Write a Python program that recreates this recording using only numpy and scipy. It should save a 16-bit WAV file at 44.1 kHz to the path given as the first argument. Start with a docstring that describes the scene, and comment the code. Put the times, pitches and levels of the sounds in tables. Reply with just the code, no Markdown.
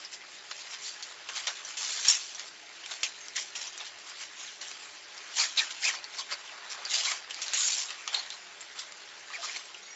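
"""Packing a stiff nylon backpack

Sped-up (time-lapse) sound of hands packing the bag on a wooden table in a small hard room, one thin microphone.
Cloth scrapes and crackles (dense random snaps, coloured), zips whirr (a gliding tone with overtones).
Buckles and packed things click and knock (damped rings); cloth resonances and short whirrs are noise bands.
A metal bottle clanks (decaying sines); thin whistles, hiss and a faint drone (shaped noise) lie behind.
"""
import sys
import numpy as np
from scipy import signal
from scipy.io import wavfile
from scipy.ndimage import uniform_filter1d

SR = 44100
rng = np.random.default_rng(int(sys.argv[2]) if len(sys.argv) > 2 else 0)


def put_to_file(sound):
    """Save the sound as 16-bit audio at rate SR, in the file named by the first command-line argument."""
    columns = np.atleast_2d(sound).T  # one column per channel
    safe = np.clip(columns, -1, 1)
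    whole_steps = np.round(safe * 32767)
    wavfile.write(sys.argv[1], SR, whole_steps.astype(np.int16))


def nominal_scale(level):
    """Amplitude ratio for a level in decibels (scalar or array-like)."""
    x = np.asarray(level, float) / 20
    return 10 ** x


N = 438794

# Hand sweeps over the cloth: (loudest [s], swell [s], fade [s], level [dB], brightness [dB])
STROKES = [(.05, 0.094, 0.039, -45.5, 1), (.138, 0.024, 0.026, -38, 3.5), (.36, .1, 0.091, -50.5, 2),
           (0.598, 0.18, 0.14, -46, 3.5), (.742, .1, 0.043, -41, 0.5), (.87, 0.088, 0.096, -39, 5),
           (1.097, 0.018, 0.036, -46.5, 3.5), (1.369, 0.059, 0.09, -34, 0.5),
           (1.605, 0.25, 0.043, -46.5, 1.5), (1.702, 0.079, 0.082, -40.5, 2), (2.327, 0.083, .12, -50, 2),
           (2.397, 0.037, .1, -41.5, 0), (2.48, 0.026, .05, -44, 1.5), (2.91, 0.24, 0.55, -45, 1),
           (3.366, 0.013, 0.087, -31.5, 4.5), (3.618, 0.078, .2, -41, 2), (3.81, 0.043, 0.046, -41.5, -3),
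           (3.872, .06, 0.033, -42.5, 2.5), (4.099, 0.06, 0.052, -42, -0.5), (4.224, 0.074, .08, -40, 2),
           (4.413, 0.083, 0.21, -43, 2.5), (4.83, .1, 0.18, -48, -0.5), (5.378, 0.027, 0.073, -29, 3.5),
           (5.405, 0.041, 0.085, -25.5, 3.5), (5.582, 0.022, 0.076, -29, 1.5),
           (5.849, 0.04, 0.062, -30, 4.5), (5.885, 0.037, 0.044, -29.5, 3), (5.95, 0.081, 0.041, -37.5, -1),
           (6.15, 0.024, 0.035, -43.5, -0.5), (6.192, .02, .045, -34, 4.5), (6.325, 0.024, 0.018, -32, -2),
           (6.706, 0.0097, 0.062, -37, 2), (6.854, 0.44, 0.9, -43.5, -6), (6.91, 0.016, 0.11, -34.5, 2.5),
           (6.95, 0.044, .08, -28.5, 4), (6.995, .08, .045, -30.5, 4), (7.055, 0.025, 0.073, -28, 3),
           (7.11, .09, 0.068, -31.5, 3.5), (7.343, 0.033, .3, -43.5, -0.5), (7.485, 0.12, .3, -40.5, 0),
           (7.912, 0.13, .09, -41.5, -1), (8.151, 0.038, 0.071, -36, -2), (8.329, 0.027, 0.029, -44.5, 0),
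           (8.796, 0.035, .06, -38.5, 2), (9.347, 0.067, 0.11, -46, -3), (9.444, 0.063, 0.22, -39, 2.5),
           (9.493, 0.075, 0.029, -44.5, -11), (9.566, 0.031, 0.027, -36.7, 0.)]
# Cloth jerked taut or slapped: (time [s], fade [s], level [dB], brightness [dB])
JOLTS = [(0.513, 0.012, -34.5, -3.5), (1.029, .055, -40, 6), (1.292, 0.026, -36, -2.5),
         (1.472, 0.038, -28, -0.5), (2.05, 0.2, -29, 3.5), (2.09, 0.079, -25, 5.5), (2.914, .03, -35.5, 1),
         (3.037, 0.047, -31, 3.5), (3.555, 0.051, -34.5, 1), (4.615, 0.24, -41, 1),
         (5.708, 0.039, -37.5, 2.5), (7.302, 0.037, -42, 0.5), (7.42, 0.038, -30, 4.5),
         (8.078, 0.041, -36.5, -3.5), (8.13, 0.17, -38, -2.5)]
# Whole bag dragged round on the table: (start [s], end [s], level [dB], brightness [dB])
DRAGS = [(1.773, 2.067, -34, 3.5), (7.54, 7.806, -29.5, 5)]
# The bag never rests: (time [s], fidgeting level [dB])
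FIDGET = [(0, -51.5), (.5, -50), (1.2, -49), (1.6, -48), (2.3, -56), (2.6, -51), (3.2, -51), (4, -49.5),
          (4.7, -53), (5.3, -46.5), (5.75, -46.5), (6.05, -48.5), (6.5, -47.5), (7.26, -56.5), (8, -46.5),
          (8.4, -49.5), (9.3, -49), (9.95, -50.5)]
# Cloth colour, relative: (frequency [Hz], level [dB])
CLOTH_COLOUR = [(60, -47.5), (250, -31.5), (500, -8.5), (1000, -3), (2000, 1), (3300, 1.5), (5000, 0.5),
                (7600, -1)]
# Clicks and knocks: (time [s], blow peak [dB], pitch of struck part [Hz], tail re blow peak [dB])
KNOCKS = [(0.0483, -31.5, 5220, -4), (0.1351, -35, 5500, -12), (0.5134, -34, 4200, -2.5),
          (0.711, -29, 5530, -12), (1.0262, -22.5, 4400, -15), (1.289, -21.5, 2840, -21),
          (1.3714, -19, 4180, -14), (1.4706, -12, 4970, -27), (1.6485, -28, 5950, -9),
          (2.0497, -19, 3320, -19), (2.3481, -22, 5860, -15), (2.396, -18.5, 5000, -26),
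          (2.838, -33, 3010, -7.5), (2.8613, -21, 2520, -20), (2.9113, -22, 3770, -17),
          (2.9392, -21.5, 3490, -23), (3.032, -7, 2650, -22), (3.0343, -10.5, 6540, -17.5),
          (3.2838, -23.5, 4930, -27), (3.5523, -30, 2870, -9), (3.6164, -18.5, 5400, -17),
          (3.671, -29, 5850, -6), (3.7777, -20.5, 5980, -18), (3.8038, -24.5, 3580, -14.5),
          (4.097, -29, 5400, -20), (4.1809, -39, 4220, -28), (4.6116, -27.5, 4200, -10),
          (4.684, -24, 5700, -31), (4.7144, -25, 4370, -24), (5.178, -28, 5060, -14),
          (5.5737, -18, 3870, -6), (5.7054, -28, 3600, -12), (5.7663, -32, 2730, -12),
          (6.0424, -21, 4460, -18.5), (6.4764, -29, 3090, -9), (6.8513, -19, 4720, -12),
          (7.1171, -12, 2140, -21), (7.3086, -17, 2920, -16.5), (7.3442, -20, 4570, -20),
          (7.4185, -20, 7150, -23), (7.4634, -21, 4530, -16), (7.482, -15, 4090, -19),
          (7.5351, -6, 6440, -20), (7.5494, -21, 6600, -12), (7.8858, -28, 2700, -13),
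          (7.9052, -21.5, 2780, -13.5), (8.0773, -12.5, 2880, -19), (8.1444, -11.5, 3840, -9),
          (8.3035, -19.5, 3600, -18), (8.6077, -26.5, 7400, -11.5), (8.7918, -21, 5460, -18),
          (8.9219, -24.5, 1360, -27), (9.3025, -27.5, 1210, -15), (9.485, -28, 2900, -17),
          (9.5621, -28, 2200, -12), (9.745, -26.5, 2800, -15)]
# Zip pulls or rubs across ribbed webbing:
# (fastest [s], speeding up [s], slowing [s], top tooth rate [Hz], level [dB])
PULLS = [(5.402, .03, 0.074, 2425, -31.5), (5.868, 0.045, 0.046, 2554, -25),
         (6.197, 0.022, 0.025, 1142, -41), (6.334, 0.035, 0.026, 2240, -38),
         (6.935, 0.047, 0.063, 2240, -45), (7.115, .12, 0.041, 1194, -40), (9.347, .016, 0.024, 2484, -33),
         (9.442, 0.018, 0.021, 1347, -37.5)]
# Tooth-rate overtones: (multiple [1], level [dB])
TOOTH_OVERTONES = [(1, -5.5), (2, -19), (3, -18.5)]
# Narrow noisy bands, cloth resonances and short zip whirrs of nearly steady pitch:
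# (start [s], end [s], frequency [Hz], width [Hz], level [dB])
NARROW_BANDS = [(.845, .925, 4440, 500, -43.5), (3.033, 3.08, 2570, 440, -42),
                (3.033, 3.06, 4960, 500, -42), (3.355, 3.39, 1960, 352, -38),
                (5.385, 5.425, 4380, 710, -29), (5.574, 5.605, 3860, 920, -24.5),
                (5.585, 5.61, 2500, 250, -29.5), (5.598, 5.64, 1770, 220, -37.5),
                (6.178, 6.215, 4360, 800, -38), (6.31, 6.348, 4630, 900, -36),
                (6.93, 6.97, 4700, 607, -31.5), (7.07, 7.11, 2230, 302, -34), (7.55, 7.7, 6820, 690, -31.5),
                (8.155, 8.212, 4280, 250, -37.5), (8.315, 8.36, 4040, 400, -46),
                (9.486, 9.506, 2170, 300, -40.5)]
# Bottle modes, relative: (frequency [Hz], level [dB], t60 [s])
BOTTLE_MODES = [(5320, -1.5, 0.046), (5570, 6, .07), (6960, 5, 0.045), (7600, -5, .06)]
# Blows on the bottle, relative: (time [s], blow [dB])
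CLANKS = [(2.0827, -13), (2.084, -20), (2.091, -24), (2.099, -15), (2.108, -17), (2.149, -25)]
# The bag lands on the table, one row: (time [s], level [dB], frequency [Hz], t60 [s])
THUMP = (2.082, -37, 260, .012)
# Thin faint tones: (start [s], end [s], frequency [Hz], level [dB])
WHISTLES = [(3.18, 3.27, 6400, -52), (9.82, 9.87, 5715, -57), (9.875, 9.95, 5715, -52),
            (9.83, 9.92, 6654, -56), (9.86, 9.95, 2223, -56), (9.83, 9.94, 4436, -59),
            (9.38, 9.42, 690, -51)]
# Room decay: (frequency [Hz], t60 [s])
ROOM_DECAY = [(500, 0.26), (2000, 0.083), (7000, 0.062)]
# Hiss density, relative: (frequency [Hz], level [dB per Hz])
HISS_COLOUR = [(15, -51.5), (25, -29.5), (182, -14), (220, -20), (323, -5), (534, -7.5), (1180, -8),
               (1490, -1), (2040, 0), (3210, -7.5), (4280, -8.5), (4600, -3.5), (7600, -16), (9880, -39),
               (16700, -120)]
# Faint drone of the room: (frequency [Hz], level [dB])
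HUM = [(100, -86), (199, -82), (312, -79), (361, -77), (415, -73), (592, -72), (694, -73), (840, -70)]

HISS_DB = -55
EDGE_HZ = 7700
LOW_CUT_HZ = 526  # handling sounds keep little bass below this
SWING_DB, JOLT_RISE_S = 15, 0.005  # swell and fade times span about SWING_DB
ROUND = 0.07  # bluntness of a stroke's top
DRAG_SAG_DB_PER_S, DRAG_FADE_S = 13, 0.063  # a drag tires, then stops
# Brightness lowers folds below 3.3 kHz and raises weave above 4 kHz by these shares
FIDGET_BRIGHT_DB, FOLDS_SHARE, WEAVE_SHARE = -2.5, 1.09, 0.7
SLOWEST, SLOW_DB = 0.5, -8  # speed re top and level change at both ends of a pull


def evened(x):
    """Scales to rms 1."""
    return x / np.sqrt(np.mean(abs(x) ** 2) + 1e-20)


def read(points, hz):
    """Interpolates a table on a log-frequency axis."""
    f, value = np.transpose(points)
    return np.interp(np.log(hz + 1), np.log(f + 1), value)


def add(mix, start_s, sound):
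    """Mixes a sound in at start_s."""
    part = mix[round(start_s * SR):][:len(sound)]
    part += sound[:len(part)]


def resonate(x, hz, width_hz):
    """Resonance of gain 1: shift hz to zero, one-pole low-pass, shift back."""
    turn = np.exp(2j * np.pi * np.cumsum(hz * np.ones(len(x))) / SR)
    r = np.exp(-np.pi * width_hz / SR)
    return 2 * (turn * signal.lfilter([1 - r], [1, -r], x / turn)).real


def patches(shape, bins, frames):
    """Blotchy random field of rms 1 over frequency and time."""
    field = rng.standard_normal(shape[::-1]).T
    return evened(uniform_filter1d(uniform_filter1d(field, bins, 0), frames, 1))


def bands(rows, taper):
    """Narrow bands of noise that swell and fade."""
    out = np.zeros(N)
    noises = rng.standard_normal((len(rows), SR // 4))
    for (start_s, end_s, hz, width_hz, db), noise in zip(rows, noises):
        count = round((end_s - start_s) * SR)
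        ringing = resonate(resonate(noise, hz, width_hz), hz, width_hz)
        tone = evened(ringing[-count:])  # resonance already built up
        add(out, start_s, nominal_scale(db) * tone * signal.windows.tukey(count, taper))
    return out


def hump_db(t, peak_s, swell_s, fade_s):
    """Level bump of a rub: blunt top, straight flanks in dB."""
    away = np.where(t < peak_s, (peak_s - t) / swell_s, (t - peak_s) / fade_s)
    return -SWING_DB * (np.hypot(away, ROUND) - ROUND)


def rubbing(t):
    """Cloth gain and brightness: strokes, jolts and drags add power to the fidgeting."""
    parts = [(np.interp(t, *np.transpose(FIDGET)), FIDGET_BRIGHT_DB)]
    for s, swell_s, fade_s, db, bright_db in STROKES:
        parts.append((db + hump_db(t, s, swell_s, fade_s), bright_db))
    for s, fade_s, db, bright_db in JOLTS:
        parts.append((db + hump_db(t, s, JOLT_RISE_S, fade_s), bright_db))
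    for start_s, end_s, db, bright_db in DRAGS:
        sag_db = hump_db(t, start_s, JOLT_RISE_S, SWING_DB / DRAG_SAG_DB_PER_S)
        stop_db = hump_db(t, end_s, np.inf, DRAG_FADE_S)
        parts.append((db + sag_db + stop_db, bright_db))
    power = np.array([nominal_scale(db) ** 2 for db, _ in parts])
    total = power.sum(0)
    return np.sqrt(total), np.array([bright_db for _, bright_db in parts]) @ power / total


def cloth(snaps_hz=12000.0, spread_db=1.5, clump_db=1.0, patchy_db=1.5, streak_db=2.8):
    """Weave threads slip in dense uneven snaps; folds and weave set the colour."""
    s = np.arange(0, N, 32) / SR
    level, bright_db = rubbing(s)
    snaps = (rng.random(N) < snaps_hz / SR) * rng.standard_normal(N)
    snaps = snaps * nominal_scale(spread_db * np.minimum(rng.exponential(1, N), 4))
    hz, t, z = signal.stft(snaps, SR, nperseg=256, noverlap=192)

    folds = np.clip(np.log2(3300 / (hz + 1)), 0, 1.3)[:, None]
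    weave = np.clip(np.log2((hz + 1) / 4000) * 2.07, 0, 1.2)[:, None]
    tilt_db = (WEAVE_SHARE * weave - FOLDS_SHARE * folds) * np.interp(t, s, bright_db)
    colour = nominal_scale(read(CLOTH_COLOUR, hz)[:, None] + tilt_db)
    inside = hz < EDGE_HZ
    colour = colour / np.sqrt((colour[inside] ** 2).mean(0)) * inside[:, None]  # even power per frame

    z = z * colour * nominal_scale(patchy_db * patches(z.shape, bins=6, frames=14))
    z = z * nominal_scale(streak_db * patches(z.shape, bins=1, frames=30))  # small creases ring for a moment
    scrape = evened(signal.istft(z, nperseg=256, noverlap=192)[1][:N])
    # the grip catches and lets go
    clumps = evened(uniform_filter1d(uniform_filter1d(rng.standard_normal(N), size=160), size=120))
    return scrape * np.interp(np.arange(N) / SR, s, level) * nominal_scale(clump_db * clumps)


def knocks(ring_width_hz=600.0, crack_db=16.0, crack_hz=3500.0, tail_width_hz=640.0, tail_t60_s=0.064):
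    """Each blow: sharp crack, damped ring of the struck part, rougher tail around the same pitch."""
    out, t = np.zeros(N), np.arange(SR // 4) / SR
    noises = rng.standard_normal((len(KNOCKS), 2, len(t)))
    for (s, peak_db, hz, tail_db), (blow_noise, tail_noise) in zip(KNOCKS, noises):
        contact = np.gradient((np.sign(blow_noise) + blow_noise) * np.exp(-t / 0.0008))
        ring = resonate(contact, hz, ring_width_hz)
        crack = resonate(contact, crack_hz, 4000)
        blow = nominal_scale(crack_db) * crack / abs(crack).max() + ring / abs(ring).max()
        rough = evened(resonate(resonate(tail_noise, hz, tail_width_hz), hz, tail_width_hz))
        tail = rough * nominal_scale(tail_db - 60 * t / tail_t60_s)
        add(out, s, nominal_scale(peak_db) * (blow / abs(blow).max() + tail))
    return out


def zips(jitter_hz=100.0, rough=0.55):
    """The slider runs over the teeth: rough whistle at the tooth rate and its overtones."""
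    out = np.zeros(N)
    for s, up_s, down_s, top_hz, db in PULLS:
        t = np.arange(-up_s, down_s, 1 / SR)
        lag = np.where(t < 0, t / up_s, t / down_s) ** 2  # 0 at full speed, 1 at both ends
        noises = rng.standard_normal((2, SR // 4))
        wobble, grit = (evened(uniform_filter1d(v, size=90))[:len(t)] for v in noises)
        tooth_hz = top_hz * (1 - (1 - SLOWEST) * lag) + jitter_hz * wobble
        turns = np.cumsum(tooth_hz) / SR
        teeth = sum(nominal_scale(k_db) * np.sin(2 * np.pi * k * turns) for k, k_db in TOOTH_OVERTONES)
        swing = np.sqrt(2) * (1 + rough * grit) * signal.windows.tukey(len(t), 0.3)
        add(out, s - up_s, teeth * swing * nominal_scale(db + SLOW_DB * lag))
    return out


def narrow_bands():
    """Narrow noisy bands: cloth resonances, and short zip whirrs of nearly steady pitch."""
    return bands(NARROW_BANDS, taper=0.37)


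def bottle():
    """Metal bottle struck and rattling as the bag lands: decaying modes, plus a low thump."""
    out, t = np.zeros(N), np.arange(SR // 4) / SR
    all_phases = rng.random((len(CLANKS), len(BOTTLE_MODES)))
    for (s, blow_db), phases in zip(CLANKS, all_phases):
        modes = sum(nominal_scale(db - 60 * t / t60_s) * np.sin(2 * np.pi * (hz * t + phase))
                    for (hz, db, t60_s), phase in zip(BOTTLE_MODES, phases))
        add(out, s, 0.5 * nominal_scale(blow_db) * modes * np.minimum(t / 0.0012, 1))
    s, db, hz, t60_s = THUMP
    add(out, s, nominal_scale(db - 60 * t / t60_s) * np.sin(2 * np.pi * hz * t))
    return out


def whistles(width_hz=40.0):
    """Thin wavering tones: very narrow noise bands."""
    rows = [(start_s, end_s, hz, width_hz, db) for start_s, end_s, hz, db in WHISTLES]
    return bands(rows, taper=0.17)


def room(x):
    """Sparse echoes of random sign, each band dying at its own speed."""
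    taps, at = np.zeros(SR // 2), np.arange(150, SR // 2 - 20, 20)
    taps[at + rng.integers(0, 20, len(at))] = rng.choice([-1.0, 1.0], len(at))
    hz, t, z = signal.stft(taps, SR, nperseg=256)
    decay = nominal_scale(-60 * t / read(ROOM_DECAY, hz)[:, None])
    tail = signal.istft(z * decay, SR, nperseg=256)[1]
    return signal.fftconvolve(x, tail / np.linalg.norm(tail))[:N]


def hiss(patchy_db=1.2, streak_db=1.6):
    """Steady air of the room and microphone noise: coloured, slightly blotchy noise."""
    hz, t, z = signal.stft(rng.standard_normal(N), SR, nperseg=1024, noverlap=768)
    z = z * nominal_scale(read(HISS_COLOUR, hz)[:, None] + patchy_db * patches(z.shape, bins=10, frames=12))
    z = z * nominal_scale(streak_db * patches(z.shape, bins=2, frames=60))  # room resonances come and go
    return nominal_scale(HISS_DB) * evened(signal.istft(z, nperseg=1024, noverlap=768)[1][:N])


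def hum(width_hz=14.0):
    """Faint drone of narrow wavering lines: noise through sharp resonances."""
    noises = rng.standard_normal((len(HUM), N))
    return sum(nominal_scale(db) * evened(resonate(v, hz, width_hz)) for (hz, db), v in zip(HUM, noises))


def scene():
    """Handling sounds gain the room and lose their bass; both channels are alike."""
    hard = knocks() + zips() + narrow_bands()
    soft = cloth()
    echoes = room(nominal_scale(-10) * hard + nominal_scale(-15.5) * soft)
    thin = signal.butter(N=3, Wn=LOW_CUT_HZ, btype="high", fs=SR, output="sos")
    handling = signal.sosfilt(thin, hard + soft + echoes)
    mix = handling + bottle() + whistles() + hiss() + hum()
    return np.array([mix, mix])


def top_cut(x):
    """Nothing passes above the cut-off."""
    return signal.sosfilt(signal.butter(12, 8930, fs=SR, output="sos"), x)


def record(dry):
    """Steep band limit at EDGE_HZ."""
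    edge = signal.firwin(601, EDGE_HZ, window=("kaiser", 7), fs=SR)
    limited = signal.oaconvolve(dry, edge[None], "same")
    return top_cut(limited)


dry = scene()
out = record(dry)
put_to_file(out)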